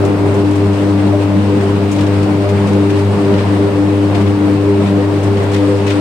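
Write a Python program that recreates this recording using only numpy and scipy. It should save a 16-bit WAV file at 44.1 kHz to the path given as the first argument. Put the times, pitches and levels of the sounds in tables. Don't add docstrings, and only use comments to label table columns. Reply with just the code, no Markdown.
import sys
import numpy as np
from scipy import signal
from scipy.fft import rfft, irfft, next_fast_len
from scipy.io import wavfile
from scipy.ndimage import uniform_filter1d, map_coordinates

SR = 44100
rng = np.random.default_rng(int(sys.argv[2]) if len(sys.argv) > 2 else 0)


def convert_level_to_amplitude(level_db):
    exponent = np.asarray(level_db, float) / 20
    return 10 ** exponent


def wav_record(signal):
    frames = np.transpose(np.atleast_2d(signal))
    bounded = np.clip(frames, -1, 1)
    quanta = np.round(bounded * 32767).astype(np.int16)
    wavfile.write(sys.argv[1], SR, quanta)


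N = 264776
TIME_S = np.arange(N) / SR
ARC_HZ = 99.73


def unit(x):
    return x / np.sqrt(np.mean(np.abs(x) ** 2) + 1e-20)


def along(points, hz):
    f, v = np.transpose(points)
    return np.interp(np.log(hz + 1), np.log(f + 1), v)


def curve(points):
    s, v = np.transpose(points)
    return np.interp(TIME_S, s, v)


def wobble(rate_hz):
    return map_coordinates(rng.standard_normal(1300), [TIME_S * rate_hz])


def pan(left_right_db):
    return convert_level_to_amplitude(left_right_db * np.array([[.5], [-.5]]))


def filtered(x, response):
    m = next_fast_len(N + 8192)
    return irfft(rfft(x, m) * response(np.fft.rfftfreq(m, 1 / SR)), m)[..., :N]


# freq_hz, correlation
LIKENESS = [(30, .84), (60, .93), (130, .95), (290, .8), (640, .8), (1410, .14), (3100, .09), (6820, .02),
            (15000, .05)]
# freq_hz, left_right_db
BALANCE = [(60, 2), (110, 2), (200, .5), (380, 2.5), (700, 1), (1290, 1), (2380, 4), (4400, 3),
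           (8120, -2.5), (15000, 1)]


def rush(gain, patchy_db):
    z = signal.stft(rng.standard_normal((2, N)), nperseg=512)[2]
    field = rng.standard_normal(z.shape[1:])
    field = uniform_filter1d(field, size=8, axis=0)
    field = uniform_filter1d(field, size=10, axis=1)
    pair = signal.istft(z * convert_level_to_amplitude(patchy_db * unit(field)), nperseg=512)[1][:, :N]

    def mid_side_gain(hz):
        angle = np.arccos(np.clip(along(LIKENESS, hz), -1, 1)) / 2
        return gain(hz) * np.array([np.cos(angle), np.sin(angle)])

    mid, side = filtered(pair, mid_side_gain)
    left_right = np.array([mid + side, mid - side])
    both = filtered(left_right, lambda hz: convert_level_to_amplitude(np.outer([.5, -.5], along(BALANCE, hz))))
    return both / np.sqrt(np.mean(both.mean(0) ** 2))


def shaped_rush(spectrum, patchy_db):
    return rush(lambda hz: convert_level_to_amplitude(along(spectrum, hz)), patchy_db)


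def sway(rows):
    t = np.arange(0, N + 64, 64) / SR
    db = sum(change * 2 ** (-(2 * (t - s) / length) ** 2) for s, change, length in rows)
    return np.interp(TIME_S, t, db)


HUM_DB = [-16, -22, -16.5, -21, -29.5, -32.5]
UPPER_DB = [-8.5, -9.5]
# multiple, skirt_db, width_hz, drift_rad, left_right_db, right_lead_rad
WAVER = [(1.0, -17, 9, .12, 1.9, .16), (2.0, -10, 16, .9, .5, .15), (3.0, -15, 17, .45, 4.8, .24),
         (4.0, -14, 18, .5, .6, .27), (5.0, -3, 18, 1.1, .6, -.1), (6.0, -1, 20, 1.1, .6, -.2),
         (7.0, 3, 22, .9, .8, 0), (8.0, 3, 26, .9, .8, 0)]
# centre_s, change_db, length_s
SWAY_1 = [(0.662, 1.5, 0.062), (0.806, -3, 0.082), (1.95, -3.5, 0.054), (2.145, 2.5, 0.086),
          (2.34, -2.0, 0.16), (2.52, 2.5, 0.14), (2.94, 0, 0.1), (3.09, 3.5, 0.073), (3.2, -5.5, 0.063),
          (3.75, -3.0, 0.14), (4.254, 3, 0.14), (4.387, -7, 0.05), (4.99, -1.5, 0.55), (5.295, 2.5, 0.12),
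          (5.713, -1.5, 0.23), (6.004, -5, 0.091)]
SWAY_2 = [(0.02, -17, 0.045), (0.09, 5.5, 0.045), (0.26, -9, 0.08), (0.53, -6.5, 0.094), (0.69, 4.5, 0.039),
          (0.81, -3, 0.052), (0.94, 6.5, 0.041), (1.06, 5.5, 0.036), (1.219, -21, 0.053), (1.4, 6.5, 0.15),
          (1.6, 5, 0.039), (1.77, 1.5, 0.13), (2.31, 3.5, 0.13), (2.46, -17, 0.045), (2.53, 7, 0.041),
          (2.73, 6, 0.22), (2.93, -7, 0.065), (3.11, 3.0, 0.22), (3.34, 8.5, 0.051), (3.53, 5, 0.045),
          (3.72, -9.0, 0.11), (3.93, -5.5, 0.065), (4.11, -11, 0.049), (4.21, 5, 0.11), (4.63, -5, 0.04),
          (4.88, 7.5, 0.18), (5.21, -10.5, 0.2), (5.48, -9, 0.06), (5.76, -9, 0.08), (5.9, -8, 0.04)]
SWAY_3 = [(0.06, -1.5, 0.24), (0.34, -8, 0.075), (0.49, 3.5, 0.08), (0.67, -5, 0.039), (0.76, -4.5, 0.033),
          (0.96, 1.5, 0.26), (1.63, -8.5, 0.055), (1.8, -4, 0.14), (2.19, -5, 0.045), (2.53, -12, 0.14),
          (2.69, -11, 0.041), (2.78, 2.5, 0.2), (3.03, -4.5, 0.04), (3.12, -26, 0.077), (3.21, 3.5, 0.042),
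          (3.43, -9.5, 0.089), (3.53, 2, 0.051), (3.7, -8, 0.036), (3.82, 4.5, 0.071), (4.06, 2.5, 0.11),
          (4.25, -5.5, 0.041), (4.48, 5.5, 0.11), (4.87, -10, 0.04), (4.96, 2.5, 0.08), (5.23, -12, 0.037),
          (5.4, -16.5, 0.096), (5.54, -4.0, 0.06), (5.65, 4.5, 0.072), (5.83, -6, 0.08), (5.98, 4.0, 0.041)]
SWAY_4 = [(0.06, 5, 0.052), (0.15, -8, 0.074), (0.26, 6.5, 0.04), (0.38, 5.5, 0.08), (0.48, -7.0, 0.065),
          (0.64, 5.5, 0.068), (0.78, -9, 0.051), (0.89, -7, 0.045), (1.01, -10, 0.072), (1.37, -14.5, 0.18),
          (1.64, 6.5, 0.031), (1.95, -11.5, 0.12), (2.29, -10, 0.1), (2.68, 3, 0.22), (2.69, -18, 0.05),
          (2.97, 4, 0.13), (3.31, 6.5, 0.11), (3.5, -4.5, 0.097), (3.64, 6.0, 0.08), (3.84, -7.5, 0.041),
          (4.11, -12.5, 0.039), (4.46, -5.0, 0.22), (4.71, 7, 0.1), (4.8, 3.5, 0.045), (4.87, -8.0, 0.06),
          (5.34, 4, 0.13), (5.63, -10, 0.049), (5.69, 3.5, 0.037), (5.8, 2.5, 0.15), (5.97, -7.5, 0.04)]
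SWAY_5 = [(0.13, 8, 0.07), (0.55, -4.5, 0.2), (1.16, 4, 0.1), (1.53, 5, 0.07), (1.67, -10, 0.065),
          (1.91, -12, 0.14), (2.31, -9, 0.1), (2.77, 7, 0.056), (3.37, 7.5, 0.07), (3.6, 3, 0.07),
          (3.87, 4.5, 0.17), (4.98, 7.5, 0.07), (5.3, -13, 0.07), (5.41, 5.5, 0.11), (5.69, 9, 0.17)]
SWAY_6 = [(0.02, 10.5, 0.12), (0.45, -8, 0.11), (0.86, 2, 0.065), (1.15, 11.5, 0.089), (1.36, 5.5, 0.11),
          (2.47, 11.5, 0.062), (2.93, -8.0, 0.07), (3.13, -9.0, 0.055), (3.31, 5, 0.16), (3.56, 2, 0.28),
          (4.41, -6.5, 0.28), (4.95, 4.5, 0.31), (5.32, -15, 0.091)]


def arcs():
    t = TIME_S + .00212
    sways = [SWAY_1, SWAY_2, SWAY_3, SWAY_4, SWAY_5, SWAY_6]
    levels = [db + sway(rows) for db, rows in zip(HUM_DB, sways)]
    sixth_sway_db = levels[-1] - HUM_DB[-1]
    levels += [HUM_DB[-1] + 0.44 * sixth_sway_db + db for db in UPPER_DB]
    out = np.zeros((2, N))
    for level_db, (k, skirt_db, width_hz, drift_rad, pan_db, lead_rad) in zip(levels, WAVER):
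        skew_rad = (k - 1) / 2 - 2.2 * (k == 2)
        wander = (wobble(4) + wobble(13)) / np.sqrt(2)
        phase = 2 * np.pi * k * ARC_HZ * t + skew_rad + drift_rad * wander
        right_lead = lead_rad + 0.17 * (k - 1) * wobble(16)
        line = np.sqrt(2) * np.cos(phase + np.outer([-.5, .5], right_lead))
        skirt = rush(lambda hz: 1 / (1 + ((hz - k * ARC_HZ) / width_hz) ** 2), patchy_db=0)
        tone = pan(pan_db) * line + convert_level_to_amplitude(skirt_db) * skirt
        out += convert_level_to_amplitude(level_db) * tone / np.sqrt(1 + convert_level_to_amplitude(2 * skirt_db))
    return out


# time_s, level_db
FLAME = [(0.0, -30), (0.58, -29.5), (1.57, -29), (2.34, -28.5), (2.57, -28), (2.94, -29), (3.41, -28),
         (3.88, -29.5), (4.93, -29.5), (5.63, -28.5), (6.0, -27)]
# time_s, roar_change_db
DRAUGHT = [(0, 2), (.3, 3.5), (.65, -2), (.85, 0.5), (1.1, 0), (1.72, 1.5), (1.9, 0.5), (2.8, 0.4),
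           (3.05, -1), (3.35, 2.5), (3.9, 0.5), (4.03, -2), (4.15, 2.4), (4.35, -0.7), (4.6, 0), (5.5, 0.2),
           (5.7, -2), (6, -1.5)]
# freq_hz, level_db_per_hz
ROAR = [(20, -40.5), (45, -18), (75, -15), (125, -6.5), (150, -2.5), (250, -3.5), (450, -6), (700, -10),
        (1000, -15), (1500, -21.5), (2200, -30), (4000, -59)]
HISS = [(530, -52), (900, -1.5), (1200, -7.5), (1450, -11), (2780, -13), (3100, -16), (4800, -21),
        (6000, -28), (8000, -40), (13000, -91)]
FIZZ = [(3000, -26), (4800, -4.5), (6500, 0), (8600, 4.5), (9500, 1), (10500, -11.5), (13500, -19),
        (16000, -32)]


def flames():
    strength_db = curve(FLAME)
    swing_db = strength_db - strength_db.mean()
    flutter = wobble(30)
    flicker = 1 + 0.085 * np.cos(2 * np.pi * ARC_HZ * TIME_S)
    roar_db = -28 + curve(DRAUGHT) + 6.5 + 0.64 * wobble(13) + 0.54 * flutter
    hiss_db = -35.5 + swing_db + 4.5 + 0.5 * flutter
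    fizz_db = -46 + 0.7 * swing_db - 1.96 + 1.1 * flutter
    roar = convert_level_to_amplitude(roar_db) * flicker * shaped_rush(ROAR, patchy_db=1.0)
    hiss = convert_level_to_amplitude(hiss_db) * shaped_rush(HISS, patchy_db=0.98)
    fizz = convert_level_to_amplitude(fizz_db) * shaped_rush(FIZZ, patchy_db=-0.5)
    return roar + hiss + fizz


def whine():
    whine_hz, whine_db = 5254, -64
    tone = np.sqrt(2) * np.sin(2 * np.pi * whine_hz * TIME_S + 1.5 * wobble(2.2))
    return convert_level_to_amplitude(whine_db + 2.5 * wobble(3.8)) * tone * np.ones((2, 1))


# start_s, peak_db, brightness_db
SPARKS = [(0.049, -23, -5.5), (0.341, -25, -6.5), (0.51, -24, -9.5), (0.554, -26, -5.5), (1.388, -27, -18),
          (1.624, -28, -16), (1.927, -26, -6), (1.96, -21, -13), (1.984, -18.5, -15), (2.007, -16.5, -15),
          (2.034, -22, -14.5), (2.065, -18.5, -12.5), (2.129, -24, -16), (2.229, -21, -12),
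          (2.489, -21, -11), (2.729, -24.5, -9.5), (2.99, -21, -14.5), (3.249, -25, -16.5),
          (3.338, -19, -25), (5.562, -21, -14), (5.921, -21, -20), (4.21, -21.5, -13), (5.231, -22, -9),
          (5.369, -20, -19), (5.429, -27, -7), (5.881, -18, -18), (5.905, -17, -13.5)]
# start_s, peak_db, brightness_db, left_right_db
SPITS = [(0.729, -28.5, -13, 11.5), (0.914, -39, -21.5, 11), (1.061, -26.5, -15.5, 5),
         (1.606, -27.5, -13.5, 5), (1.912, -27.5, -2, 4), (2.669, -23, -12, 2), (2.893, -20, -16, 1.5),
         (3.306, -29, -30, -5), (3.378, -17.5, -26, 1.5), (4.027, -36, -16, 1), (4.145, -20, -17.5, 7),
         (4.259, -22.5, -21, 4), (4.858, -20.5, -21, 5), (5.515, -23.5, -9, -2), (5.533, -17, -16.5, 3),
         (5.712, -31, -17, 8), (5.865, -14, -16, 0), (5.895, -17.5, -21, 8)]
# freq_hz, level_db_per_hz
SPIT_LOW = [(700, -45), (1500, -2), (2500, -1), (4500, -8.5), (6500, -19), (9000, -54.5)]
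SPIT_HIGH = [(3500, -40), (5200, -1), (7000, 0), (9000, -2), (10500, -13), (13000, -17), (16000, -21)]


def spitting():
    spit_rise_s, spit_t60_s = 0.0028, 0.25
    spark_rise_s, spark_t60_s, spark_pan_db = 0.0017, 0.099, 2.5
    bursts = [(*row, spit_rise_s, spit_t60_s) for row in SPITS]
    bursts += [(*row, spark_pan_db, spark_rise_s, spark_t60_s) for row in SPARKS]
    u = np.arange(SR // 2) / SR
    dull_power, bright_power = np.zeros((2, 2, N + SR))
    for start_s, peak_db, bright_db, pan_db, rise_s, t60_s in bursts:
        start = round(start_s * SR)
        span = slice(start, start + len(u))
        swell = (1 - np.exp(-u / rise_s)) * convert_level_to_amplitude(peak_db - 10.5 - 60 * u / t60_s) * pan(pan_db)
        dull_power[:, span] += swell ** 2
        bright_power[:, span] += (swell * convert_level_to_amplitude(bright_db + 5.5 - 31 * u)) ** 2
    low = np.sqrt(dull_power[:, :N]) * shaped_rush(SPIT_LOW, patchy_db=0)
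    high = np.sqrt(bright_power[:, :N]) * shaped_rush(SPIT_HIGH, patchy_db=0)
    grit = unit(convert_level_to_amplitude(1.5 * wobble(170)))
    return grit * (low + high)


def scene():
    return arcs() + flames() + whine() + spitting()


# freq_hz, level_db_per_hz
SELF_NOISE = [(7000, -34.5), (10500, -3.5), (13500, -4.5), (15000, -5), (15800, 0)]


def input_hiss():
    return convert_level_to_amplitude(-54.5) * shaped_rush(SELF_NOISE, patchy_db=1.5)


def band_limit(x):
    return signal.sosfilt(signal.butter(12, 16540, fs=SR, output="sos"), x)


def record(dry):
    noisy = dry + input_hiss()
    soft = noisy / (1 + np.abs(noisy / 0.98) ** 6) ** (1 / 6)
    top_hz = 15790
    mix = filtered(soft, lambda hz: hz < top_hz)
    return band_limit(mix)


dry = scene()
out = record(dry)
wav_record(out)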